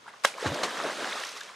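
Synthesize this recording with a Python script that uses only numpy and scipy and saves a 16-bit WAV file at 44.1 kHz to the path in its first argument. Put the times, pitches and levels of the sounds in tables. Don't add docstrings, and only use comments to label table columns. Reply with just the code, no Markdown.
import sys
import numpy as np
from scipy import signal
from scipy.fft import rfft, irfft, next_fast_len
from scipy.io import wavfile

SR = 44100
rng = np.random.default_rng(int(sys.argv[2]) if len(sys.argv) > 2 else 0)


def to_wav(s):
    ch = np.atleast_2d(s).T
    pcm = np.round(np.clip(ch, -1, 1) * 32767)
    wavfile.write(sys.argv[1], SR, pcm.astype(np.int16))


N = 68355
TIME = np.arange(N) / SR


def from_db(db):
    return 10 ** (np.asarray(db) / 20)


def unit_power(x):
    return x / np.sqrt(np.mean(x ** 2) + 1e-20)


def in_time(rows):
    times, *columns = np.transpose(rows)
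    return [np.interp(TIME, times, column) for column in columns]


def equalise(x, points, skirt_db=0):
    hz, db = np.transpose(points)
    size = next_fast_len(2 * N)
    octave = np.log2(np.maximum(np.arange(size // 2 + 1) * SR / size, 1))
    beyond = np.abs(octave - np.clip(octave, np.log2(hz[0]), np.log2(hz[-1])))
    gain = from_db(np.interp(octave, np.log2(hz), db) - skirt_db * beyond)
    return irfft(rfft(x, size) * gain, size)[:N]


def coloured(x, colour):
    return unit_power(equalise(x, colour, skirt_db=26))


def patter(per_s, spread_db):
    sizes = from_db(spread_db * np.minimum(rng.exponential(1, N), 4)) * rng.choice([-1, 1], N)
    return unit_power(sizes * (rng.random(N) < per_s / SR))


def bursts(rows):
    loudness = np.zeros(N)
    for start, db, rise, hold, fall in rows:
        before = np.maximum(start - TIME, 0) / rise
        after = np.maximum(TIME - start - hold, 0) / fall
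        loudness += from_db(db - 60 * (before + after))
    return loudness


def pulse(at_s, db, hz):
    offset_squared = (np.pi * hz * (TIME - at_s)) ** 2
    return from_db(db) * (2 * offset_squared - 1) * np.exp(-offset_squared)


def add(out, at_s, sound):
    start = int(np.clip(at_s * SR, 0, N - 1))
    out[start:start + len(sound)] += sound[:N - start]


def stream(level_db=-63.5):
    # f/Hz, level/dB
    colour = [(25, -21), (70, -7.5), (180, 0), (400, -6.5), (1100, 0), (1800, -10), (2600, -10),
              (6000, -15), (10000, -28), (15000, -35)]
    return from_db(level_db) * coloured(rng.standard_normal(N), colour)


def bubble(hz, octaves_per_s, cycles, swell_cycles=1.06):
    t = np.arange(int(cycles / hz * SR) + 2) / SR
    swell = 1 - np.exp(-(t * hz / swell_cycles) ** 2)
    loudness = swell * from_db(-60 * t * hz / cycles)
    pitch = hz * 2 ** np.clip(octaves_per_s * t, -1, 1)
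    return loudness / loudness.max() * np.sin(2 * np.pi * np.cumsum(pitch) / SR)


def bubble_cloud(colour, per_s, spread_db, cycles, rise_octaves):
    out = np.zeros(N)
    low, high = colour[0][0], colour[-1][0]
    draws = np.random.default_rng(rng.integers(2 ** 32)).random((int(per_s * N / SR), 5))
    for when, pitch, size, rise, sign in draws:
        hz = low * (high / low) ** pitch
        size_db = spread_db * min(-np.log(1 - size), 3)
        gain = hz * from_db(size_db) * np.sign(sign - .5)
        add(out, when * N / SR, gain * bubble(hz, rise * rise_octaves * hz / cycles, cycles))
    return coloured(out, colour)


def falling_water():
    # f/Hz, level/dB
    lump_colour = [(90, -30), (140, -11), (220, -1), (330, -1.5), (450, 2), (700, -1)]
    bubble_colour = [(250, -22), (430, -3), (700, -2), (1100, -0.5), (1750, -3), (2400, -14.5),
                     (4000, -10.5)]
    drop_colour = [(1200, 0.5), (2300, -0.5), (3600, -1.5), (6000, -5.5), (9500, -13), (12500, -24),
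                   (15500, -37)]
    # t/s, level/dB
    lump_level = [(.22, -68.5), (.33, -55.5), (.41, -59), (.465, -36), (.55, -38.5), (.64, -42),
                  (.736, -48.5), (.864, -39.5), (.964, -45), (1.0, -40), (1.154, -51), (1.23, -59.5),
                  (1.55, -67)]
    bubble_level = [(0, -70), (.05, -59), (.09, -52), (.15, -56.5), (.22, -63), (.3, -60), (.37, -47),
                    (.42, -41), (.47, -30), (.5, -37.5), (.6, -35.5), (.74, -37), (.82, -35.5), (.89, -33),
                    (.95, -42), (1.04, -34), (1.1, -39), (1.2, -39), (1.34, -47.5), (1.42, -49.5),
                    (1.55, -51)]
    drop_level = [(0, -60.5), (.25, -56), (.37, -50), (.41, -41), (.47, -40), (.51, -42), (.64, -41),
                  (.78, -40.5), (.95, -40.5), (1.05, -39), (1.22, -39.5), (1.33, -44), (1.41, -46),
                  (1.55, -53.5)]
    lumps = bubble_cloud(lump_colour, per_s=600, spread_db=1.0, cycles=8.2, rise_octaves=0.24)
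    bubbles = bubble_cloud(bubble_colour, per_s=3000, spread_db=2.0, cycles=17.7, rise_octaves=0.41)
    fizz = bubble_cloud(drop_colour, per_s=2200, spread_db=2.8, cycles=71, rise_octaves=0.11)
    impacts = coloured(patter(per_s=6000, spread_db=1.5), drop_colour)
    drops = unit_power(impacts + from_db(-2.5) * fizz)
    layers = [(lump_level, lumps), (bubble_level, bubbles), (drop_level, drops)]
    return sum(from_db(in_time(level)[0]) * sound for level, sound in layers)


def plops():
    # t/s, f/Hz, level/dB, glide/(octaves per s), ring length/cycles
    big_bubbles = [(.060, 954, -44.5, 27, 28), (.0655, 1280, -40, 40, 24), (.078, 760, -40, 46, 20),
                   (.079, 1530, -38.5, 19, 44), (0.083, 1270, -38, 44, 30), (.092, 2010, -42.5, 17, 31),
                   (.136, 1760, -47, 66, 26), (.138, 1076, -40, 19, 26), (0.142, 1490, -44, 10, 30),
                   (0.34, 2330, -34, 15, 30), (.349, 458, -41, 40, 25), (.364, 576, -41, 17, 22),
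                   (.382, 1023, -29.5, 14, 16), (.402, 1710, -35, 11, 60), (.425, 445, -27.5, 13, 17),
                   (.444, 626, -24, 0, 7.5), (.456, 275, -27, 10, 11), (.464, 1193, -30.5, -7.5, 60),
                   (.52, 660, -24, -24, 8), (.521, 298, -33, -9, 9), (.615, 408, -29.5, -5, 11),
                   (0.635, 4180, -24, 9, 110), (0.771, 1710, -28.5, 30, 24), (.800, 1170, -23, 4, 19),
                   (.840, 685, -26, -15, 23), (.850, 513, -26, -28, 12), (0.863, 330, -35, 2, 10),
                   (.897, 1540, -28.5, 15, 33), (1.044, 1560, -27, 20, 21), (1.125, 1950, -28, 54, 26),
                   (1.129, 3420, -26.5, 58, 43), (1.174, 1140, -32, 22, 25), (1.2362, 1530, -25.5, 127, 21),
                   (1.238, 2700, -28.5, 60, 13), (1.365, 1040, -35, 71, 30), (1.411, 1550, -33, 28, 46),
                   (1.412, 3600, -35, 10, 52), (1.491, 2200, -40.5, 4, 40), (1.498, 1136, -41, -29, 37)]
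    out = np.zeros(N)
    for start, hz, db, glide, cycles in big_bubbles:
        add(out, start, from_db(db) * bubble(hz, glide, cycles))
    return out


def flying_spray():
    # t/s, level/dB, rise/s, hold/s, fall/s
    tear_bursts = [(.2478, -20.5, 0.016, 0.0065, 0.021)]
    spray_bursts = [(.078, -56, .03, .015, .1), (.2375, -35.5, 0.0032, 0.011, 0.04),
                    (.254, -34, .02, 0.02, 0.23), (.646, -45, 0.011, .005, 0.068)]
    # f/Hz, level/dB
    tear_colour = [(130, -15), (360, -15), (550, -2.5), (720, -10.5), (1050, 1.5), (2000, -3.5),
                   (2450, -12), (3300, -2.5), (4600, -14), (5500, -7.5), (9000, -15.5), (12500, -23),
                   (15500, -42)]
    spray_colour = [(200, -19), (600, 3), (1500, 3), (3500, -0.5), (6000, -5), (10000, -8.5), (13000, -24),
                    (15500, -31)]
    tear = bursts(tear_bursts) * coloured(patter(per_s=20000, spread_db=0.0), tear_colour)
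    spray = bursts(spray_bursts) * coloured(patter(per_s=9000, spread_db=2.5), spray_colour)
    return tear + spray


def slap(at_s=.2499, swell_s=0.00086):
    # f/Hz, level/dB, time to fade by 60 dB/s
    air_tones = [(550, -17, 0.036), (1053, -17.5, 0.022), (1610, -16, 0.032), (2140, -19.5, 0.028),
                 (2830, -24, .03), (5400, -43, 0.014), (7180, -34, .025)]
    # f/Hz, gain/dB
    bass_cut = [(100, -10), (300, -8), (480, -0.5), (1000, 0)]
    age = np.maximum(TIME - at_s, 0)
    ringing = sum(from_db(db - 60 * age / fade) * np.cos(2 * np.pi * hz * age)
                  for hz, db, fade in air_tones)
    swell = 1 - np.exp(-(age / swell_s) ** 2)
    return equalise(pulse(at_s, db=-2, hz=1296) - ringing * swell, bass_cut)


def ticks(rise_s=0.0016, hold_s=0.00035, fall_s=0.021):
    # t/s, level/dB
    landings = [(0.3785, -44.5), (0.543, -35), (0.545, -37), (0.777, -41.5), (1.055, -42), (1.181, -52),
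                (1.201, -35), (1.235, -36), (1.25, -34), (1.269, -36), (1.2913, -36), (1.318, -41),
                (1.362, -44), (1.372, -38.5), (1.408, -38), (1.434, -42)]
    # f/Hz, level/dB
    colour = [(2500, -9), (4000, -4), (6000, -1), (8500, -15.5), (12000, -18), (15500, -37)]
    loudness = bursts([(start, db, rise_s, hold_s, fall_s) for start, db in landings])
    return loudness * coloured(rng.standard_normal(N), colour)


def gulp():
    # t/s, f/Hz, level/dB
    hollow = [(.453, 166, -57), (.463, 150, -30.5), (.474, 89.5, -29), (.49, 83.5, -41.5), (.511, 88, -36),
              (.524, 157, -32.5), (.535, 150, -40.5), (.555, 140, -63)]
    hz, db = in_time(hollow)
    sounding = (TIME > hollow[0][0]) & (TIME < hollow[-1][0])
    return sounding * from_db(db) * np.sin(2 * np.pi * np.cumsum(hz * sounding) / SR)


def smacks():
    # t/s, level/dB, rise/s, hold/s, fall/s
    landings = [(.462, -35, 0.014, 0.015, .08), (.523, -42, 0.012, 0.0025, 0.054),
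                (.6335, -25, 0.0093, 0.003, 0.13)]
    # f/Hz, level/dB
    colour = [(110, -14), (170, -2), (450, 0.5), (1100, 4), (2000, -2), (2700, -2.5), (4300, -5),
              (5300, -8), (6500, -6), (9000, -14.5), (12500, -26.5), (15500, -46)]
    return bursts(landings) * coloured(patter(per_s=15000, spread_db=1.0), colour)


def pop():
    # t/s, level/dB, f/Hz
    fat_drop = (.8018, -16, 1230)
    return pulse(*fat_drop)


def scattered_water():
    return smacks() + ticks() + falling_water()


def scene():
    # f/Hz, gain/dB
    bass_cut = [(35, -26), (50, -11), (68, -1), (85, 0.5), (1000, 1)]
    # f/Hz, side compared with middle/dB
    water_width = [(40, -16), (100, -27), (200, -32), (450, -18), (1200, -29.5), (2000, -15), (3300, -12),
                   (6000, -17), (9000, -18), (14000, -24)]
    spray_width = [(100, -22), (400, -19), (1300, -12), (2400, -5), (8000, -7), (14000, -15)]
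    stream_width = [(40, -12), (200, -10.5), (1000, 6), (3000, 5), (7000, 3), (12000, -16)]
    # f/Hz, left minus right/dB
    lean = [(100, -0.5), (1500, 0.5), (3000, -1), (5500, -2), (10000, -0.4)]
    one_spot = equalise(slap() + gulp() + plops() + pop(), bass_cut)
    middle = one_spot + flying_spray() + scattered_water() + stream()
    side = equalise(scattered_water(), water_width)
    side += equalise(flying_spray(), spray_width)
    side += equalise(stream(), stream_width)
    left = equalise(middle + side, [(hz, db / 2) for hz, db in lean])
    right = equalise(middle - side, [(hz, -db / 2) for hz, db in lean])
    return np.array([left, right])


def record(dry):
    cutoff_hz = 15700
    return signal.sosfiltfilt(signal.butter(12, cutoff_hz, fs=SR, output="sos"), dry)


dry = scene()
out = record(dry)
to_wav(out)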